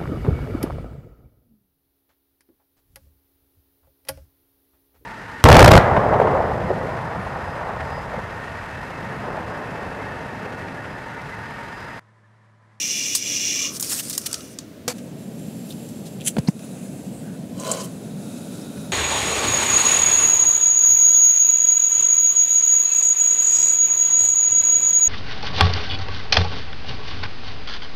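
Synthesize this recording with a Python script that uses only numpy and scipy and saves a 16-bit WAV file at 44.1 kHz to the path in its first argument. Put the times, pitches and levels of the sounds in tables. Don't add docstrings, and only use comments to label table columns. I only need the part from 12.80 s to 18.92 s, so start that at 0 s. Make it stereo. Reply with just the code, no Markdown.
import sys
import numpy as np
from scipy import signal
from scipy.fft import rfft, irfft
from scipy.io import wavfile
from scipy.ndimage import uniform_filter1d, map_coordinates

SR = 44100
rng = np.random.default_rng(int(sys.argv[2]) if len(sys.argv) > 2 else 0)


def to_linear_factor(level_db):
    exponent = np.asarray(level_db, float) / 20
    return 10 ** exponent


def bounce(signal):
    frames = np.transpose(np.atleast_2d(signal))
    limited = np.clip(frames, -1, 1)
    pcm = np.round(limited * 32767).astype(np.int16)
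    wavfile.write(sys.argv[1], SR, pcm)


N = 269892

# time in seconds, level in dB.
RUMBLE_LEVEL = [(2.05, -42.5), (2.25, -37), (2.93, -35.5), (3.85, -36), (6.12, -35.5)]
# frequency in Hz, relative density in dB per Hz.
RUMBLE_COLOUR = [(15, -80), (25, -55), (44, -17), (70, -19.5), (162, 1), (183, 2), (242, -1), (361, -15),
                 (421, -13), (659, -17.5), (1000, -31.5), (1300, -46), (2200, -120)]
AIR_COLOUR = [(15, -67), (25, -27), (53, -6), (249, 1), (301, 1.5), (335, -4), (641, -9.5), (796, -22),
              (1840, -23), (2610, -25.5), (3520, -26), (8360, -32), (16000, -35)]
# time in seconds, level in dB.
AIR_LEVEL = [(0, -44), (.43, -43.5), (.47, -40.5), (2.0, -42.5)]

# start in seconds, end in seconds, start level in dB, end level in dB.
POT_STROKES = [(0, .34, -25.5, -25.5), (.38, 0.47, -28.5, -27), (.52, 0.863, -24.5, -24.5),
               (1.5, 1.83, -43.5, -59)]
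HANDLE_STROKES = [(0, 0.55, -39.5, -42.5), (.9, 0.97, -45, -31.5), (1.03, 1.19, -30, -33),
                  (1.096, 1.205, -26.5, -28), (1.23, 1.74, -34.5, -50.5)]
SET_DOWN_STROKES = [(2.0795, 2.092, -21, -29.5), (2.092, 2.128, -27, -38.5)]
STOVE_STROKES = [(4.79, 4.865, -42, -28.5), (4.86, 4.945, -30, -28.5), (4.945, 5.02, -31, -34),
                 (5.03, 5.06, -47, -40.5)]
FLINT_STROKES = [(3.452, 3.474, -35.5, -21.5), (3.477, 3.483, -16.5, -17.5), (3.488, 3.512, -31, -40.5)]

# frequency in Hz, relative density in dB per Hz.
POT_COLOUR = [(530, -59), (900, -29), (1220, -60), (1550, -28), (2390, -11), (2830, -14), (4740, -16.5),
              (5960, -0.5), (8250, -20.5), (16000, -29.5)]
HANDLE_COLOUR = [(900, -15.5), (1500, -12.5), (3500, -8), (5400, 0), (9000, -2), (15000, -8.5),
                 (16000, -22)]
GROUND_COLOUR = [(300, -12), (700, -5.5), (1200, -12.5), (7840, -12), (13200, -20.5), (16000, -38)]
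STOVE_COLOUR = [(210, -32), (350, -8), (530, -2), (871, -16.5), (1070, -9), (1630, -23.5), (3030, -18),
                (3620, -23.5), (7790, -16.5), (16000, -36)]
WHEEL_COLOUR = [(530, -68), (900, -42), (1470, -19), (2660, -20), (3150, -12.5), (5410, -16.5),
                (7230, -6.5), (9880, -7), (16000, -24)]
# frequency in Hz, width in Hz, relative level in dB.
POT_RINGS = [(1210, 220, -29), (2393, 145, -5), (2840, 184, -2.5), (3444, 140, -6.5), (4100, 160, -15),
             (4530, 88, -11), (5060, 70, -6), (5350, 170, -1.5), (5810, 81, 4), (7420, 21, -0.5)]
HANDLE_RINGS = [(6160, 490, -13), (9200, 2300, -1), (12400, 1100, -8)]
STOVE_RINGS = [(548, 41, 2), (633, 40, 1.5), (1014, 18, 1.5), (1088, 42, -4), (1465, 72, -12.5),
               (3080, 58, -10.5), (4020, 170, -13.5), (4560, 150, -16), (8100, 430, -21)]
WHEEL_RINGS = [(3100, 550, -8.5), (6100, 640, -6), (7400, 900, -5), (9700, 830, -3.5)]
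# frequency in Hz, width in Hz, relative level in dB.
KNOCK_MODES = [(255, 21, 1), (494, 21, 6), (694, 50, 3.5), (775, 22, -17), (1200, 81, -0.5), (1580, 83, 4),
               (2295, 11, -11), (4550, 12, -6), (5250, 40, 2.5), (5800, 39, -0.5), (7600, 15, -19)]

# time in seconds, hiss level in dB, timbre (0 jet, 1 lit, 2 and above wide).
GAS = [(2.13, -51, 1.5), (2.33, -57.5, 0.5), (2.4, -54, 0.3), (2.9, -47.5, 0.2), (3.4, -52.5, 0.27),
       (3.7, -49, 1.6), (3.85, -46.5, 1.54), (4.1, -48.5, 0.96), (4.4, -52.5, 0.3), (4.58, -53.5, 1.4),
       (4.74, -54, 0.2), (5.1, -51, 1.2), (5.3, -49, 1.75), (5.55, -44.5, 1.8), (6.12, -44, 2.04)]
# frequency in Hz, relative density in dB per Hz.
JET_COLOUR = [(530, -32), (900, -19), (1250, -32), (2660, 3.5), (6640, 0.5), (7580, 1), (8350, -2),
              (16000, -4)]
LIT_COLOUR = [(530, -32), (900, -8), (1150, -19), (1590, -28), (2120, -9), (5680, -9), (8250, -2.5),
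              (16000, -14)]
WIDE_COLOUR = [(380, -26), (560, 20.5), (700, 9.5), (2000, -15), (2960, -5), (3790, -2), (4430, -1),
               (10300, 1), (16000, -13)]
# frequency in Hz, width in Hz, relative level in dB.
JET_RINGS = [(2700, 300, -5), (3840, 470, -6), (7500, 220, 10), (9500, 360, 5), (11500, 1400, 1.5)]
LIT_RINGS = [(1580, 150, -3), (2600, 440, -3), (6300, 280, -1), (7050, 240, 2), (8100, 500, 1.5),
             (10630, 840, 0.5)]
WIDE_RINGS = [(1400, 300, 3.5), (2530, 340, -3), (3790, 550, 2), (7000, 580, -4), (8250, 257, -6),
              (10400, 600, -2.5)]

# start in seconds, nominal peak in dB, pitch in Hz, cycles, rip peak in dB.
POPS = [(3.567, -19, 227, 5.8, -8), (3.5835, -12, 175, 3, -8), (3.594, -16.5, 111, 1.5, -42),
        (3.685, -6, 187, 3.05, -12.5), (4.774, -24.5, 210, 3.7, -45)]
# time in seconds, nominal peak in dB, centre in Hz, t60 in seconds.
RATTLES = [(0.35, 0.5, 6900, 0.11), (0.9975, -10, 7860, 0.028), (1.007, -10, 9500, 0.05),
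           (1.026, -4, 7300, 0.015), (1.046, -11, 7900, 0.012), (1.096, -11, 7500, 0.036),
           (1.132, -19, 12500, .02), (1.282, -20.5, 7800, 0.018), (1.297, -9.5, 8500, 0.031),
           (1.3073, -16, 6000, 0.013), (1.329, -12.5, 6500, .02), (1.35, -14, 7000, 0.04),
           (1.378, -1.5, 7700, 0.024), (1.415, -17, 6540, .015), (1.529, -5.5, 6800, 0.012),
           (1.5421, -6.5, 5800, 0.018), (1.607, -23, 4630, 0.0098), (1.7872, -12, 5600, 0.018)]
# time in seconds,
# nominal peak in dB, centre in Hz, spread in octaves, t60 in seconds.
TICKS = [(2.0794, -10, 4500, 0.94, 0.0061), (2.182, -30.5, 4340, 1, 0.061), (2.9032, -24, 3680, 0.2, 0.072),
         (2.923, -27.5, 4500, .6, .03), (3.088, -30, 7000, 0.83, .07), (3.401, -31, 2800, .4, .012),
         (3.409, -23.5, 3140, 0.29, 0.014), (3.416, -24, 3280, 0.29, 0.015),
         (3.4093, -26, 8000, 0.45, .008), (3.417, -32, 8000, .5, .008), (3.7925, -26, 3500, 1.5, 0.014),
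         (4.797, -20, 7700, 0.34, 0.076), (4.875, -23, 5600, 0.74, 0.039), (4.914, -2, 7900, 0.28, 0.045),
         (4.915, -14.5, 593, 0.48, 0.028), (5.814, -32, 5080, 0.12, .04)]
# start in
# seconds, nominal peak in dB, centre in Hz, spread in octaves (at least 0.1 sounds), length in seconds.
SWELLS = [(0.953, -19.5, 6300, 0.48, 0.028), (1.107, -14.5, 4000, 2.1, 0.041),
          (1.186, -14, 4730, 1.5, 0.033), (1.296, -18.5, 6050, 0.86, 0.03),
          (1.33, -18.5, 5600, 0.87, 0.024), (1.457, -8, 5940, 0.93, 0.023), (1.51, -19, 6200, 0.71, 0.013),
          (2.881, -30.5, 8000, .8, 0.063), (3.247, -29.5, 5470, .9, 0.055),
          (3.672, -19.5, 4430, 0.077, 0.0095), (3.676, -20, 5500, 0.18, 0.019),
          (3.582, -21, 5530, 0.74, 0.016), (3.672, -28, 7500, 0.52, 0.06),
          (3.671, -24.5, 1270, 0.86, 0.032), (4.99, -22, 6500, 0.52, 0.049),
          (5.026, -24.5, 7950, 0.56, 0.05), (5.969, -33.5, 1700, .7, 0.02)]
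# start in seconds, nominal peak in dB, pitch in Hz,
# length in seconds, left minus right in dB.
SIGHS = [(0.718, -29.5, 1200, 0.38, 0), (1.397, -31, 1350, 0.33, 2), (4.295, -36.5, 8450, 0.19, -12),
         (4.404, -38, 1580, 0.22, -8)]

# frequency in Hz, side minus mid in dB.
SIDE_CLOSE = [(40, -26), (90, -33), (200, -26), (600, -21), (1400, -17), (3000, -15), (6000, -13.5),
              (11000, -8)]
SIDE_HANDLE = [(600, -10), (2500, -20), (5500, -10.5), (9000, -4.5)]
SIDE_OPEN = [(40, -26), (90, -62), (200, -28.5), (600, -10.5), (1400, -4.5), (3000, -7.5), (6000, -3),
             (11000, -5)]
# frequency in Hz, left minus right in dB.
LEAN_POT = [(200, 0), (600, -1), (1400, 0), (3000, -2), (6000, -5), (10000, -3.5)]
LEAN_HANDLE = [(200, -3), (600, 5), (1400, 8.5), (3000, -0.5), (6000, 0.5), (11000, 1.5)]
LEAN_STOVE = [(200, -0.5), (600, 2), (1400, 1), (3000, -1.5), (6000, -4.5), (11000, -0.5)]
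# frequency in Hz, gain in dB.
MIC = [(20, -30), (40, -15.5), (80, -1.5), (120, 2), (15700, 1), (15900, -31)]

SET_DOWN_S = 2.0795
LEAD = 256
POT_PAN_DB, STOVE_PAN_DB = 1.5, -1


def evened(x):
    return x / np.sqrt(np.mean(x ** 2) + 1e-20)


def read(points, hz):
    f, value = np.transpose(points)
    return np.interp(np.log(hz + 1), np.log(f + 1), value)


def add(mix, s, sound):
    part = mix[:, round(s * SR):][:, :sound.shape[1]]
    part += sound[:, :part.shape[1]]


def noise_pair(size):
    return rng.standard_normal((2, size))


def wander(size, span):
    width = int(span * SR)
    return evened(uniform_filter1d(uniform_filter1d(rng.standard_normal(size), width), width))


def colour(x, bed, rings=(), bed_db=0., side=SIDE_OPEN, lean=LEAN_STOVE):
    hz = np.fft.rfftfreq(x.shape[1], 1 / SR)
    power = to_linear_factor(2 * (read(bed, hz) + bed_db))
    for f, width, db in rings:
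        power = power + to_linear_factor(2 * db) / (1 + (2 * (hz - f) / width) ** 2) ** 2
    mid, apart = rfft(x) * np.sqrt(power)
    apart = apart * to_linear_factor(read(side, hz))
    tilt = to_linear_factor(read(lean, hz) / 2)
    return evened(irfft(np.array([(mid + apart) * tilt, (mid - apart) / tilt]), x.shape[1]))


def waver(x, drift):
    at = np.cumsum(1 + drift * wander(x.shape[1], .05))
    return np.array([map_coordinates(side, [at], order=3, mode="wrap") for side in x])


def patchy(x, depth_db):
    z = signal.stft(x, nperseg=256, noverlap=192)[2]
    field = rng.standard_normal(z.shape[:0:-1]).T
    for axis, size in ((0, 3), (1, 14), (0, 3), (1, 14)):
        field = uniform_filter1d(field, size, axis)
    shifted = signal.istft(z * to_linear_factor(depth_db * evened(field)), nperseg=256, noverlap=192)[1]
    return evened(shifted[:, :x.shape[1]])


def contact(strokes, grip):
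    t = np.arange(N) / SR
    rise, fall = grip
    levels = []
    for start, end, start_db, end_db in strokes:
        along = np.interp(t, (start, end), (start_db, end_db))
        levels.append(along - rise * np.maximum(start - t, 0) - fall * np.maximum(t - end, 0))
    return np.max(levels, 0)


def rub(strokes, grip, bed, rings, bed_db, slips_per_s, spread_db, patchy_db, lean, drift=0.00392, side=SIDE_CLOSE):
    slips = rng.random(N) < slips_per_s / SR
    sizes = to_linear_factor(spread_db * np.minimum(rng.exponential(1, N), 4)) * slips
    puffs = np.sqrt(signal.lfilter([1], [1, -.96], sizes ** 2))
    sound = colour(puffs * noise_pair(N), bed, rings, bed_db, side, lean)
    sound = patchy(waver(sound, drift), patchy_db)
    return sound * to_linear_factor(contact(strokes, grip))


def burst(shape, peak_db, hz, octaves, pan_db):
    f = np.fft.rfftfreq(len(shape), 1 / SR)
    mid, both, apart = rng.standard_normal((3, len(shape)))
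    echo = signal.lfilter([1], [1, -to_linear_factor(-120 / (.12 * SR))], shape ** 2)
    echo = to_linear_factor(-21.5) * np.sqrt(echo / echo.max())
    mid = rfft(np.sign(mid) * shape + both * echo)
    apart = rfft(apart * (1.7 * echo + shape)) * to_linear_factor(read(SIDE_HANDLE if pan_db > 0 else SIDE_CLOSE, f))
    away = np.log2((f + 30) / hz) / max(octaves, .1)
    band = (1 + away ** 4) ** np.where(away < 0, .55, .65)
    sound = irfft(np.array([mid + apart, mid - apart]) / band, len(shape))
    sound = np.roll(sound, LEAD, axis=1) * np.clip(np.linspace(8, -1, len(shape)), 0, 1)
    sound /= 4.4 * np.sqrt(uniform_filter1d(sound ** 2, 60, axis=1).mean(0).max())
    return sound * to_linear_factor(peak_db + np.array([[pan_db], [-pan_db]]) / 2)


def click(s, peak_db, hz, octaves, t60, pan_db):
    t = np.arange(8192) / SR
    shape = to_linear_factor(-60 * t / t60) * (1 - np.exp(-t / 0.00053))
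    return s - LEAD / SR, burst(shape, peak_db, hz, octaves, pan_db)


def swell(s, peak_db, hz, octaves, length, pan_db):
    u = np.minimum(np.arange(16384) / SR / length, 1)
    return s - LEAD / SR, burst(np.sin(np.pi * u ** 0.72) ** 2, peak_db, hz, octaves, pan_db)


def outdoors():
    t = np.arange(N) / SR
    s, level_db = np.transpose(RUMBLE_LEVEL)
    lumps = to_linear_factor(0.35 * wander(N, 0.023) + np.interp(t, s, level_db, left=-200))
    rumble = colour(noise_pair(N), RUMBLE_COLOUR) * lumps
    air = colour(noise_pair(N), AIR_COLOUR) * to_linear_factor(np.interp(t, *np.transpose(AIR_LEVEL)))
    return rumble + air


def sighs(mix):
    for s, db, hz, length, pan_db in SIGHS:
        add(mix, *swell(s, db, hz, 0.14, length, pan_db))


def swells(mix):
    for row in SWELLS:
        add(mix, *swell(*row, POT_PAN_DB if row[0] < SET_DOWN_S else STOVE_PAN_DB))


def ticks(mix):
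    for row in TICKS:
        add(mix, *click(*row, STOVE_PAN_DB))


def pot_slide():
    return rub(POT_STROKES, (59, 260), POT_COLOUR, POT_RINGS, -0.41, slips_per_s=4000, spread_db=0.24,
               patchy_db=0.59, lean=LEAN_POT, drift=0.00433)


def handle_rub():
    return rub(HANDLE_STROKES, (930, 800), HANDLE_COLOUR, HANDLE_RINGS, -0.96, slips_per_s=4000, spread_db=0.55,
               patchy_db=2.0, lean=LEAN_HANDLE, side=SIDE_HANDLE)


def set_down_rub():
    return rub(SET_DOWN_STROKES, (19000, 8000), GROUND_COLOUR, (), 0, slips_per_s=6000, spread_db=0.67,
               patchy_db=2.0, lean=LEAN_HANDLE, side=SIDE_HANDLE)


def knock():
    t = np.arange(0, .052, 1 / SR)
    ring = 0
    for hz, width, db in KNOCK_MODES:
        ring = ring + to_linear_factor(db) * np.exp(-np.pi * width * t) * np.sin(2 * np.pi * hz * t)
    ring *= np.clip((t[-1] - t) / 0.0037, 0, 1)
    return SET_DOWN_S, to_linear_factor(-10.5) * ring / abs(ring).max() * to_linear_factor([[1.2], [-1.2]])


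def rattles(mix):
    octaves, wall_db, wall_hz, wall_t60 = 0.62, -22, 1400, 0.035
    for s, db, hz, t60 in RATTLES:
        add(mix, *click(s, db, hz, octaves, t60, POT_PAN_DB))
        add(mix, *click(s, db + wall_db, wall_hz, octaves, wall_t60, POT_PAN_DB))


def stove_scrape():
    return rub(STOVE_STROKES, (270, 270), STOVE_COLOUR, STOVE_RINGS, -1.54, slips_per_s=1900, spread_db=0.69,
               patchy_db=1.6, lean=LEAN_STOVE, drift=0.00098)


def flint_wheel():
    return rub(FLINT_STROKES, (1040, 1200), WHEEL_COLOUR, WHEEL_RINGS, -1.5, slips_per_s=2400, spread_db=1.1,
               patchy_db=2.1, lean=LEAN_STOVE)


def pop(s, peak_db, hz, cycles, rip_db):
    u = np.arange(0, cycles / hz, 1 / SR) * hz / cycles
    wave = -np.sin(2 * np.pi * cycles * u * (1.15 - 0.23 * u)) * np.sin(np.pi * u ** 0.51)
    start, sound = click(s, rip_db, 410.0, 0.71, 0.017, 0)
    bright_edge = click(s, rip_db - 8.5, 2040, 0.73, 0.015, 0)[1]
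    add(sound, 0, bright_edge)
    add(sound, s - start, to_linear_factor(peak_db) * np.array([wave, wave]))
    return start, sound


def gas():
    s, level_db, timbre = np.transpose(GAS)
    t = np.arange(s[0], N / SR, 1 / SR)
    place = np.clip(np.interp(t, s, timbre), 0, 2)
    hiss = 0
    for k, (bed, rings) in enumerate(((JET_COLOUR, JET_RINGS), (LIT_COLOUR, LIT_RINGS), (WIDE_COLOUR, WIDE_RINGS))):
        layer = patchy(waver(colour(noise_pair(len(t)), bed, rings, -5.), .003), .9)
        hiss = hiss + layer * np.sqrt(np.clip(1 - abs(place - k), 0, 1))
    flutter_db = wander(len(t), 0.034)
    return s[0], hiss * to_linear_factor(np.interp(t, s, level_db) + flutter_db)


def scene():
    mix = outdoors()
    sighs(mix)
    swells(mix)
    ticks(mix)
    mix += pot_slide() + handle_rub() + set_down_rub()
    add(mix, *knock())
    rattles(mix)
    mix += stove_scrape() + flint_wheel()
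    for row in POPS:
        add(mix, *pop(*row))
    add(mix, *gas())
    return mix


def smoothed(x, s):
    pole = np.exp(-1 / (s * SR))
    return signal.lfilter([1 - pole], [1, -pole], x)


def top_cut(x):
    return signal.sosfilt(signal.butter(12, 16620, fs=SR, output="sos"), x)


def record(dry):
    heard = irfft(rfft(dry) * to_linear_factor(read(MIC, np.fft.rfftfreq(N, 1 / SR))), N)
    power_db = 10 * np.log10(smoothed((heard ** 2).mean(0), 0.0011) + 1e-12)
    fall = np.arange(N) * 79.0 / SR
    held_db = np.maximum.accumulate(power_db + fall) - fall
    over_db = np.maximum(held_db + 17.5, 0)
    ducked = heard / to_linear_factor(0.66 * smoothed(over_db, 0.016))
    return top_cut(ducked)


dry = scene()
out = record(dry)
bounce(out)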